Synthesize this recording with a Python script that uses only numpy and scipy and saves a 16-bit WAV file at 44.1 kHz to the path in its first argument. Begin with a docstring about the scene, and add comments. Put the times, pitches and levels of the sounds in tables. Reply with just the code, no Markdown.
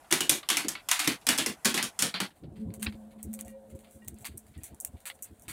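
"""A dog trots across a hardwood floor nearby: each claw contact is a noise impact split into a tick, a knock
and a board thud, and the room answers as decaying noise whose tail is cut short. Then, outdoors, two dogs pad
over concrete: short claw impacts with gritty friction scuffs, and a collar tag made of decaying sine modes.
Behind them are a distant machine hum (wavering harmonics), low bumps near the microphone (sagging sines with
dull noise), and a background of filtered noise."""
import sys
import numpy as np
from scipy import signal
from scipy.fft import rfft, irfft, next_fast_len
from scipy.io import wavfile
from scipy.ndimage import uniform_filter1d, map_coordinates

SR = 44100
rng = np.random.default_rng(int(sys.argv[2]) if len(sys.argv) > 2 else 0)


def put_to_file(sound):
    """Save the sound as 16-bit audio at rate SR, in the file named by the first command-line argument."""
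    columns = np.atleast_2d(sound).T  # one column per channel
    safe = np.clip(columns, -1, 1)
    whole_steps = np.round(safe * 32767)
    wavfile.write(sys.argv[1], SR, whole_steps.astype(np.int16))


N = 243814

# Levels in the tables are nominal source levels, before the fluctuations and gains in the functions.

# Quiet room noise, spectrum: hz, level_db
QUIET_SPECTRUM = [(18, -51), (30, -4.5), (350, -7.5), (519, -9), (676, -1.5), (4290, -24), (9990, -18.5),
                  (15200, -29.5), (16500, -49)]
# Outdoor background over time: time_s, rumble_db, rustle_db
AIR_LEVELS = [(2.3, -71.5, -72), (2.47, -66, -79), (2.69, -63.5, -78), (2.9, -62.5, -68),
              (3.15, -64.5, -76), (3.41, -63, -67), (3.52, -63.5, -77.5), (3.73, -66, -74.5),
              (4.3, -67.5, -72), (5.24, -66, -71), (5.53, -72, -72.5)]
# Far rumble, spectrum: hz, level_db
RUMBLE_SPECTRUM = [(25, -4), (77, 9.5), (120, 1), (250, 3.5), (420, -5), (640, -0.5), (720, 2.5), (800, -5),
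                   (1000, -8.5), (1400, -25), (2000, -50.5)]
# Thin hiss, spectrum: hz, level_db
HISS_SPECTRUM = [(900, -15.5), (1400, 3.5), (2500, -4.5), (4000, -5.5), (5500, -12.5), (7000, -35.5)]
# Grit on concrete, spectrum: hz, level_db
RUSTLE_SPECTRUM = [(3500, -44), (5000, -28), (5800, -11), (8600, -1), (13000, -8.5), (15500, -8),
                   (16500, -30), (17000, -51.5)]
# Machine hum over time: time_s, second_order_db, fourth_order_db, fifth_order_db
HUM_LEVELS = [(2.4, -66, -77, -84), (2.47, -63, -71, -77), (2.63, -43, -57, -60), (2.73, -49, -61, -58),
              (2.88, -42.5, -68, -57), (3.01, -52, -79, -62), (3.07, -40, -84, -64), (3.12, -59, -88, -67),
              (3.19, -45, -88, -66), (3.33, -41.5, -80, -61), (3.58, -52, -67, -52.5),
              (3.83, -59, -71, -63), (4.06, -59, -75.5, -73.5), (4.4, -67, -74.5, -79),
              (4.78, -76, -73.5, -84), (5.15, -80, -76, -64), (5.38, -80, -68, -81), (5.53, -80, -83, -81)]
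# Multiples of the machine's base frequency that sound: order (no unit)
HUM_MULTIPLES = [2, 4, 5]
# Low bumps near the microphone: start_s, level_db, mid_pitch_hz
BUMP_EVENTS = [(2.411, -37.5, 138), (2.454, -42, 141), (2.501, -42, 93), (2.56, -40.5, 185),
               (2.64, -34, 172), (2.674, -35, 189), (2.761, -39.5, 85), (2.846, -32, 78), (2.91, -39.5, 73),
               (3.236, -35, 83), (3.449, -44.5, 85), (3.715, -38, 84), (3.932, -47, 76), (4.059, -40.5, 87),
               (4.103, -41.5, 77), (4.19, -50, 127), (4.279, -41, 73), (4.329, -42.5, 85),
               (4.48, -51.5, 62), (4.555, -39, 78), (4.6, -47.5, 86), (4.703, -39, 82), (4.922, -41, 71),
               (5.295, -43.5, 73), (5.469, -40.5, 67)]
# Noisy part of a bump, spectrum: hz, level_db
PUFF_SPECTRUM = [(25, -27.5), (55, -12.5), (80, 0.5), (150, -8.5), (320, -10), (500, -24)]
# Strikes of the collar tag: start_s, level_db
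TAG_STRIKES = [(3.4705, -54.5), (3.4925, -59), (3.5128, -71.5), (4.0186, -56), (4.566, -63)]
# Modes of the collar tag: pitch_hz, level_db, t60_s
TAG_MODES = [(1891.6, 2.5, 0.1841), (2365.2, -10, 0.1649), (2808.7, -2, 0.1098), (3540, -13.5, 0.0972)]
# Paws on concrete: start_s, tick_db, knock_db, scuff_relative_to_contact_db, scuff_ms
PAW_STEPS = [(2.7041, -68, -55, -12, 27), (2.7389, -36.5, -51, -12.5, 25), (2.797, -50.5, -59.5, -7, 65),
             (2.823, -33.5, -42, -16, 27), (2.828, -24.5, -29, -12.5, 26), (2.8631, -62, -29, -13.5, 32),
             (2.8671, -61, -21, -19, 16), (2.924, -56.5, -46, -10, 30), (3.2289, -33, -69, -13, 20),
             (3.2345, -41.5, -61.5, -14, 30), (3.3313, -39.5, -58.5, -12, 30),
             (3.3381, -30.5, -51.5, -13, 22), (3.3904, -40.5, -45.5, -10, 31),
             (3.4098, -28, -51.5, -22.5, 17), (3.4485, -50, -64, -6, 30), (3.4805, -44, -54, -13.5, 41),
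             (3.7013, -54, -68, -5.5, 30), (3.7503, -58.5, -70, -2.5, 30),
             (3.7904, -51.5, -59.5, -10.5, 37), (3.846, -72, -57, -12, 30), (3.91, -51.5, -67, -8.5, 79),
             (4.047, -50, -63, -15, 30), (4.0774, -43, -53.5, -15, 36), (4.0819, -25.5, -45.5, -20, 14),
             (4.1434, -50, -73, -15.5, 24), (4.1859, -49, -73, -12, 28), (4.208, -51, -65.5, -3, 30),
             (4.2452, -41.5, -39.5, -12.5, 53), (4.2517, -35.5, -38, -2.5, 26),
             (4.3744, -38.5, -66, -18.5, 37), (4.3784, -32, -63, -20.5, 21), (4.4669, -53, -60, -11.5, 28),
             (4.5785, -50, -70, -14.5, 28), (4.6343, -35, -51.5, -11.5, 42),
             (4.6404, -36.5, -51.5, -12, 30), (4.6638, -51, -56, -6, 35), (4.7458, -46.5, -69, -20, 30),
             (4.8014, -29.5, -72, -14, 22), (4.808, -29.5, -71, -21, 32), (4.8485, -23, -41.5, -21, 30),
             (5.003, -50, -57.5, -11.5, 30), (5.0548, -38.5, -42.5, -.5, 42), (5.1003, -59, -31.5, -11, 17),
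             (5.1409, -58, -75, -2.5, 34), (5.1903, -59.5, -56.5, -15, 25), (5.2235, -30.5, -73, -10, 30),
             (5.2264, -36.5, -57.5, -10, 30), (5.3964, -51, -74, -14, 30), (5.4213, -43, -69, -14, 30),
             (5.4812, -38.5, -38.5, -17.5, 33), (5.4859, -38.5, -40.5, -2.5, 43)]
# Bursts on the boards: start_s, tick_db, knock_db, thud_db, knock_pitch_hz, room_relative_to_contact_db
# They are claw contacts, except the one at .107 s: a faint smear of noise just before a contact.
BOARD_BURSTS = [(.045, -75, -62.5, -68.5, 1890, -9.5), (.107, -40.5, -39, -68, 1384, -10.5),
                (.111, -25, -30, -43, 3090, -11), (.124, -15.5, -22, -35.5, 1993, -11.5),
                (.206, -19.5, -25.5, -39, 2790, -14), (.294, -10, -21, -32.5, 3471, -14),
                (.43, -53, -39, -78, 1155, -19), (.488, -24.5, -29, -55, 3154, -11),
                (.501, -17.5, -21.5, -39.5, 3353, -12), (.569, -20.5, -26, -42.5, 2360, -10.5),
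                (.646, -42.5, -41, -37, 2230, -10.5), (.683, -21.5, -31.5, -47, 1770, -16.5),
                (.689, -26, -42, -52, 3176, -15), (.752, -55, -33, -67, 2221, -17),
                (.887, -23, -30, -73, 2582, -12), (.913, -16.5, -22, -63, 2020, -11.5),
                (.992, -24, -27, -67, 1423, -11), (.999, -25, -31, -57, 2413, -10),
                (1.044, -34, -36, -49.5, 2390, -4.5), (1.074, -18, -22.5, -31.5, 2040, -13),
                (1.213, -59, -60.5, -65, 3700, -7), (1.267, -20.5, -27, -43.5, 3260, -13.5),
                (1.288, -15.5, -20, -32.5, 1688, -11), (1.377, -24.5, -34, -52, 4500, -12),
                (1.384, -23.5, -27.5, -36, 3196, -7), (1.461, -21.5, -29.5, -33, 2105, -12),
                (1.647, -21, -29, -42, 1740, -10), (1.654, -17.5, -23, -31.5, 1520, -10),
                (1.742, -27, -32.5, -35, 3361, -5), (1.776, -29, -27, -44, 2072, -8),
                (1.826, -26.5, -34.5, -39.5, 3270, -6.5), (1.99, -24, -35, -46, 3130, -6.5),
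                (2.022, -16.5, -24.5, -33, 3630, -12), (2.14, -46, -33.5, -43, 4026, -5),
                (2.202, -26.5, -26, -37.5, 4678, -12), (2.304, -67.5, -58, -63.5, 1740, -11),
                (2.436, -78, -60, -44, 1400, -11)]
# Floorboards, spectrum: hz, level_db
BOARD_SPECTRUM = [(45, -40), (80, -13), (150, -1), (300, 1.5), (600, -7), (900, -27)]
# Claw body on the ground, spectrum: hz, level_db
KNOCK_SPECTRUM = [(400, -40), (700, -6), (1100, -3.5), (2200, -2), (3500, -2.5), (4600, -4), (6000, -29.5)]
# Claw tip, spectrum: hz, level_db
TICK_SPECTRUM = [(3500, -40), (5000, 4), (6500, 4.5), (9500, 3), (12000, -1.5), (15500, -10),
                 (16400, -23.5), (17000, -47.5)]

TOP_HZ = 17050  # upper band limit
OUTDOOR_START_S = AIR_LEVELS[0][0]
QUIET_DB = -58.5  # rms of the room noise
HISS_DB, HISS_FOLLOWS = -75, .6  # the hiss moves by this share of the rustle's change in dB
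HUM_HZ, FLUTTER_DB = 107.63, 4.5  # base frequency; fast wavering of each order
BUMP_MS = 58  # full length
BOARD_CONTACT_MS, STONE_CONTACT_MS = 3.0, 1.3  # decay constants of the claw contact
THUD_HZ, THUD_HZ_PER_S = 360, -78  # the boards sound deeper along the dog's path
CUT_S, CUT_S_PER_DB = .138, .0022  # when the decaying tail is cut short, sooner for weak bursts
# light scuffs between the steps
FAINT_PER_S, FAINT_SPREAD_DB = 7, 3.5
FAINT_TICK_DB, FAINT_KNOCK_DB, FAINT_SCUFF_DB, FAINT_SCUFF_MS = -72, -70, 2.5, 35


def amp(db):
    """Decibel law: level to amplitude ratio."""
    return 10 ** (np.asarray(db) / 20)


def unit(x):
    """Normalisation to a root mean square of 1."""
    return x / np.sqrt(np.mean(x ** 2) + 1e-20)


def add(track, start_s, piece):
    """Superposition: sums piece into track from start_s."""
    track[round(start_s * SR):][:len(piece)] += piece


def curves(rows):
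    """Linear interpolation of each column after the time, at -120 dB outside the rows."""
    time_s, *columns = np.transpose(rows)
    t = np.arange(N) / SR
    return [np.interp(t, time_s, column, left=-120, right=-120) for column in columns]


def wobble(rate):
    """Slow random modulation: a smooth curve through rate random knots a second."""
    knots = rng.standard_normal(int(N * rate / SR) + 4)
    return map_coordinates(knots, [np.arange(N) * rate / SR])


def filtered(x, response):
    """Linear filtering: the spectrum of x times a response of frequency."""
    size = next_fast_len(N + SR // 2)
    return irfft(rfft(x, size) * response(np.fft.rfftfreq(size, 1 / SR)), size)[:N]


def coloured(x, spectrum):
    """Spectral shaping through (Hz, dB) points, normalised to keep the power of white noise."""
    f, db = np.transpose(spectrum)

    def gain(hz):
        return unit(amp(np.interp(np.log(hz + 1), np.log(f), db, left=-120, right=-120)))

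    return filtered(x, gain)


def rush(spectrum, patchy_db):
    """Stationary noise of rms 1, made uneven by random gain patches in time and frequency."""
    z = signal.stft(rng.standard_normal(N), nperseg=512)[2]
    across_frequency = uniform_filter1d(rng.standard_normal(z.shape), 3, 0)
    patches = unit(uniform_filter1d(across_frequency, 7, 1))
    noise = signal.istft(z * amp(patchy_db * patches), nperseg=512)[1][:N]
    return unit(coloured(noise, spectrum))


def grit(count, depth_db):
    """Granular modulation: grains under a millisecond long, a few of them standing out."""
    grains = np.minimum(rng.exponential(size=count // 24 + 1), 4) - 1
    return amp(depth_db * np.repeat(grains, 24)[:count])


def burst(start_s, envelope, peak_hz, peak_db, ripple_db):
    """Impact noise: fresh noise under an envelope, with one favoured pitch and random resonances."""
    count = len(envelope)
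    hz = np.fft.rfftfreq(count, 1 / SR)
    ripple = map_coordinates(rng.standard_normal(200), [24 * np.log2(1 + hz / 100)])
    peak = np.exp(-(np.log((hz + 1) / peak_hz) / 0.16188) ** 2)
    colour = unit(amp(ripple_db * ripple + peak_db * peak))
    noise = irfft(colour * rfft(rng.standard_normal(count)), count)
    out = np.zeros(N + count)
    add(out, start_s, envelope * noise)
    return out[:N]


def contact(t, decay_ms):
    """Contact envelope: an onset within a millisecond or so, then a rattling exponential decay."""
    u = t * 1000 / decay_ms
    return 1.5 * (1 - np.exp(-u / .35)) * np.exp(-u) * grit(len(t), depth_db=1.5)


def background():
    """Broadband noise: a quiet room; then outdoors a lumpy far rumble, a thin hiss and a grainy rustle."""
    rumble_db, rustle_db = curves(AIR_LEVELS)
    hiss_db = HISS_DB + HISS_FOLLOWS * (rustle_db - AIR_LEVELS[-1][2])
    indoors = np.arange(N) < OUTDOOR_START_S * SR
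    room = amp(QUIET_DB) * rush(QUIET_SPECTRUM, patchy_db=2) * indoors
    rumble = amp(rumble_db + 4.5 + 2.5 * wobble(18)) * rush(RUMBLE_SPECTRUM, patchy_db=3.2)
    hiss = amp(hiss_db) * rush(HISS_SPECTRUM, patchy_db=1.6)
    rustle_gain = amp(rustle_db + 1.5 * wobble(30) + 1.5 * wobble(300))
    rustle = rustle_gain * rush(RUSTLE_SPECTRUM, patchy_db=1)
    return room + rumble + hiss + rustle


def hum():
    """Harmonic synthesis: orders of a distant machine, nearly steady in pitch and wavering in level."""
    turns = HUM_HZ * np.arange(N) / SR + .02 * wobble(40)  # cycles, with slight phase jitter
    total = np.zeros(N)
    for order, level_db in zip(HUM_MULTIPLES, curves(HUM_LEVELS)):
        gain = amp(level_db + FLUTTER_DB * wobble(30) - 1.5)
        total += gain * np.sin(2 * np.pi * order * turns)
    return np.sqrt(2) * total  # sine peak for an rms level


def bumps():
    """Transient oscillation: a few cycles of a low swing sagging in pitch, with dull noise."""
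    swing, gate = np.zeros((2, N + SR))
    t = np.arange(round(BUMP_MS * SR / 1000)) / SR
    progress = t / t[-1]
    for start_s, level_db, pitch_hz in BUMP_EVENTS:
        shape = amp(level_db) * np.sin(np.pi * progress) ** 1.295
        # pitch sags from about 1.1 to 0.9 of the listed one
        cycles = pitch_hz * t * (1.1 - 0.09895 * progress) + rng.random()
        add(swing, start_s, shape * np.sin(2 * np.pi * cycles))
        add(gate, start_s, shape)
    return .55 * swing[:N] + .5 * gate[:N] * rush(PUFF_SPECTRUM, patchy_db=1.5)


def collar_tag():
    """Modal synthesis: a small metal tag rings in decaying sines, unevenly as it swings."""
    out = np.zeros(N + SR)
    t = np.arange(SR // 3) / SR
    for start_s, strike_db in TAG_STRIKES:
        ring = np.zeros(len(t))
        for pitch_hz, level_db, t60_s in TAG_MODES:
            mode_db = level_db + rng.normal(0, 1.283) - 60 * t / t60_s
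            ring += amp(mode_db) * np.sin(2 * np.pi * pitch_hz * t)
        add(out, start_s, amp(strike_db) * ring * (1 - np.exp(-t / .005)))
    return out[:N] * amp(4 * wobble(90) - 2)


def faint_steps():
    """Stratified chance: light outdoor steps, one at a random moment of each equal time slot."""
    duration_s = N / SR - OUTDOOR_START_S
    count = round(FAINT_PER_S * duration_s)
    steps = []
    for slot in range(count):
        start_s = OUTDOOR_START_S + duration_s * (slot + rng.random()) / count
        tick_db, knock_db = [FAINT_TICK_DB, FAINT_KNOCK_DB] + FAINT_SPREAD_DB * rng.standard_normal(2)
        steps.append((start_s, tick_db, knock_db, FAINT_SCUFF_DB, FAINT_SCUFF_MS))
    return steps


def outdoor_paws():
    """Impact and friction: dry ticks on concrete, each with the short gritty scuff of the pad."""
    t = np.arange(8000) / SR
    knock, tick = np.zeros((2, N))
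    for start_s, tick_db, knock_db, scuff_db, scuff_ms in PAW_STEPS + faint_steps():
        scuff_decay = amp(scuff_db - 11.365 * (t * 1000 / scuff_ms) ** 1.8)
        scuff = scuff_decay * (1 - np.exp(-t / 0.005841)) * grit(len(t), depth_db=2.5)
        step = contact(t, STONE_CONTACT_MS) + scuff
        knock += burst(start_s, amp(knock_db) * step, 2200, peak_db=4.5, ripple_db=3.5)
        tick += burst(start_s, amp(tick_db) * step, 8500, peak_db=1.1, ripple_db=2.1)
    return coloured(knock, KNOCK_SPECTRUM) + coloured(tick, RUSTLE_SPECTRUM)


def clipped_tail(t, t60_s, strongest_db):
    """Exponential decay of room sound, its tail then cut short steeply, sooner for weak bursts."""
    cut_s = max(CUT_S + CUT_S_PER_DB * strongest_db, .03)
    cut_db = -12 * (t / cut_s) ** 4
    return (1 - np.exp(-t / 0.0036)) * amp(-60 * t / t60_s + cut_db)


def indoor_claws():
    """Impact excitation: a claw tick, a knock and a board thud, each with a shortened room tail."""
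    t = np.arange(11000) / SR
    thud, knock, tick = np.zeros((3, N))
    for start_s, tick_db, knock_db, thud_db, knock_hz, room_db in BOARD_BURSTS:
        strongest_db = max(tick_db, knock_db)
        hit, scatter = contact(t, BOARD_CONTACT_MS), grit(len(t), depth_db=1.5)

        thud_shape = amp(thud_db) * clipped_tail(t, 0.364, strongest_db)
        thud_hz = THUD_HZ + THUD_HZ_PER_S * start_s
        thud += burst(start_s, thud_shape, thud_hz, peak_db=8.5, ripple_db=4)

        knock_room = amp(room_db + 6) * scatter * clipped_tail(t, 0.43155, strongest_db)
        knock += burst(start_s, amp(knock_db) * (hit + knock_room), knock_hz, peak_db=4, ripple_db=2.5)
        # the claw itself rings for a few milliseconds
        ring_shape = (1 - np.exp(-t / .001)) * amp(-60 * t / .05)
        add(knock, start_s, amp(knock_db - 10.5) * np.sin(2 * np.pi * knock_hz * t) * ring_shape)

        tick_room = amp(room_db) * scatter * clipped_tail(t, 0.32298, strongest_db)
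        tick += burst(start_s, amp(tick_db) * (hit + tick_room), 9000, peak_db=1.0, ripple_db=2.0)
    boards = coloured(thud, BOARD_SPECTRUM)
    return boards + coloured(knock, KNOCK_SPECTRUM) + coloured(tick, TICK_SPECTRUM)


def scene():
    """Superposition of all sources in one channel."""
    surroundings = background() + hum() + bumps()
    return (surroundings + collar_tag() + outdoor_paws() + indoor_claws())[None]


def record(dry):
    """Band limitation: nothing passes at or above TOP_HZ."""
    return filtered(dry[0], lambda hz: hz < TOP_HZ)[None]


dry = scene()
out = record(dry)
put_to_file(out)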